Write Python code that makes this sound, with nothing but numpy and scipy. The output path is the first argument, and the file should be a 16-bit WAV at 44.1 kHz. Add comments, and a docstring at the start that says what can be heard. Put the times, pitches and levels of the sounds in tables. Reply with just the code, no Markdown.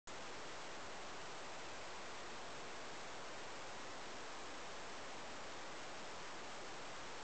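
"""A still summer morning in a clearing by woods, heard through a trail camera.
First comes an instant of silence, then the camera switches on with two tiny, high fizzes.
From there to the end, air and far trees rush softly. The rush is smaller than one step of the
camera's converter (the part that turns sound into numbers), so the signal flips between two
neighbouring steps and the rush becomes a gritty hiss of constant loudness."""
import sys
import numpy as np
from scipy import signal
from scipy.fft import rfft, irfft, next_fast_len
from scipy.io import wavfile

SR = 44100
rng = np.random.default_rng(int(sys.argv[2]) if len(sys.argv) > 2 else 0)


def waveform_to_disk(signal):
    """Save audio, clipped to [-1, 1], as 16-bit WAV at the path in sys.argv[1]."""
    frames = np.transpose(np.atleast_2d(signal))
    scaled = np.clip(frames, -1, 1) * 32767
    samples = np.round(scaled).astype(np.int16)
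    wavfile.write(sys.argv[1], SR, samples)


N = 318843
CLOCK_HZ = 16000  # samples the converter takes each second


def amp(db):
    """Turn decibels into a number to multiply by."""
    return 10 ** (np.asarray(db) / 20)


def filtered(x, gain_at):
    """Turn each frequency in x up or down by gain_at(hz)."""
    size = next_fast_len(N + SR // 2)
    hz = np.fft.rfftfreq(size, 1 / SR)
    return irfft(rfft(x, size) * gain_at(hz), size)[..., :N]


def noise(points):
    """Noise of strength 1, shaped by (f/Hz, level/dB) points and cut off at half the clock rate."""
    point_hz, point_db = np.transpose(points)

    def gain_at(hz):
        db = np.interp(np.log(hz + 1), np.log(point_hz), point_db)
        return amp(db) * (hz < CLOCK_HZ / 2)

    shaped = filtered(rng.standard_normal(N), gain_at)
    return shaped / np.std(shaped)


# The tone of the rush, with a thin edge of hiss at the very top. 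Columns: f/Hz, relative level/dB
RUSH_TONE = [(35, -21.3), (70, -13.5), (180, -8.0), (280, -3.7), (350, -0.8), (620, 0.0), (950, -0.7),
             (1400, -4.1), (2000, -8.4), (3200, -15.4), (5000, -23.5), (7400, -33.8), (8000, -18.5)]

def air_rush(level_db=-56.8):
    """Air and far trees make an even rush, strongest between 300 and 1200 Hz."""
    return amp(level_db) * noise(RUSH_TONE)


# The two fizzes at switch-on. Columns: t/s, length/s, level/dB, f/Hz
FIZZES = [(.074, .02, -59.5, 6530), (0.135, .004, -51, 7900)]

def switch_on_fizz():
    """Short spits of high noise just after the camera switches on."""
    t = np.arange(N) / SR
    fizz = np.zeros(N)
    for start, length, db, hz in FIZZES:
        sounding = (t > start) & (t < start + length)
        spit = noise([(hz / 2, -30), (hz * .9, -18), (hz, 0)])
        fizz += amp(db) * sounding * spit
    return fizz


def converter(sound, step_db=-45.15, switch_on_s=.072):
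    """Round each sample down to a whole step, making grit; a rare peak reaches a third step and ticks."""
    step = amp(step_db)
    samples = signal.resample_poly(sound, CLOCK_HZ, SR)
    switched_on = np.arange(len(samples)) / CLOCK_HZ > switch_on_s
    return step * np.floor(samples / step) * switched_on


def smoothed(steps, span_samples=32):
    """Join the converter's samples with a smooth curve, which fades out near half the clock rate."""
    points_per_sample = SR // np.gcd(SR, CLOCK_HZ)
    curve = signal.firwin(span_samples * points_per_sample + 1, 1 / points_per_sample,
                          window=("kaiser", 9))
    return signal.resample_poly(steps, SR, CLOCK_HZ, window=curve)[:N]


def scene():
    """The rush and the fizzes; one microphone feeds both left and right."""
    return np.tile(air_rush() + switch_on_fizz(), (2, 1))


def record(dry):
    """The camera turns the faint sound into gritty hiss and drops the highest frequencies."""
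    steps = converter(dry[0])
    hiss = filtered(smoothed(steps), lambda hz: hz < 9100)
    return np.tile(hiss, (2, 1))


dry = scene()
out = record(dry)
waveform_to_disk(out)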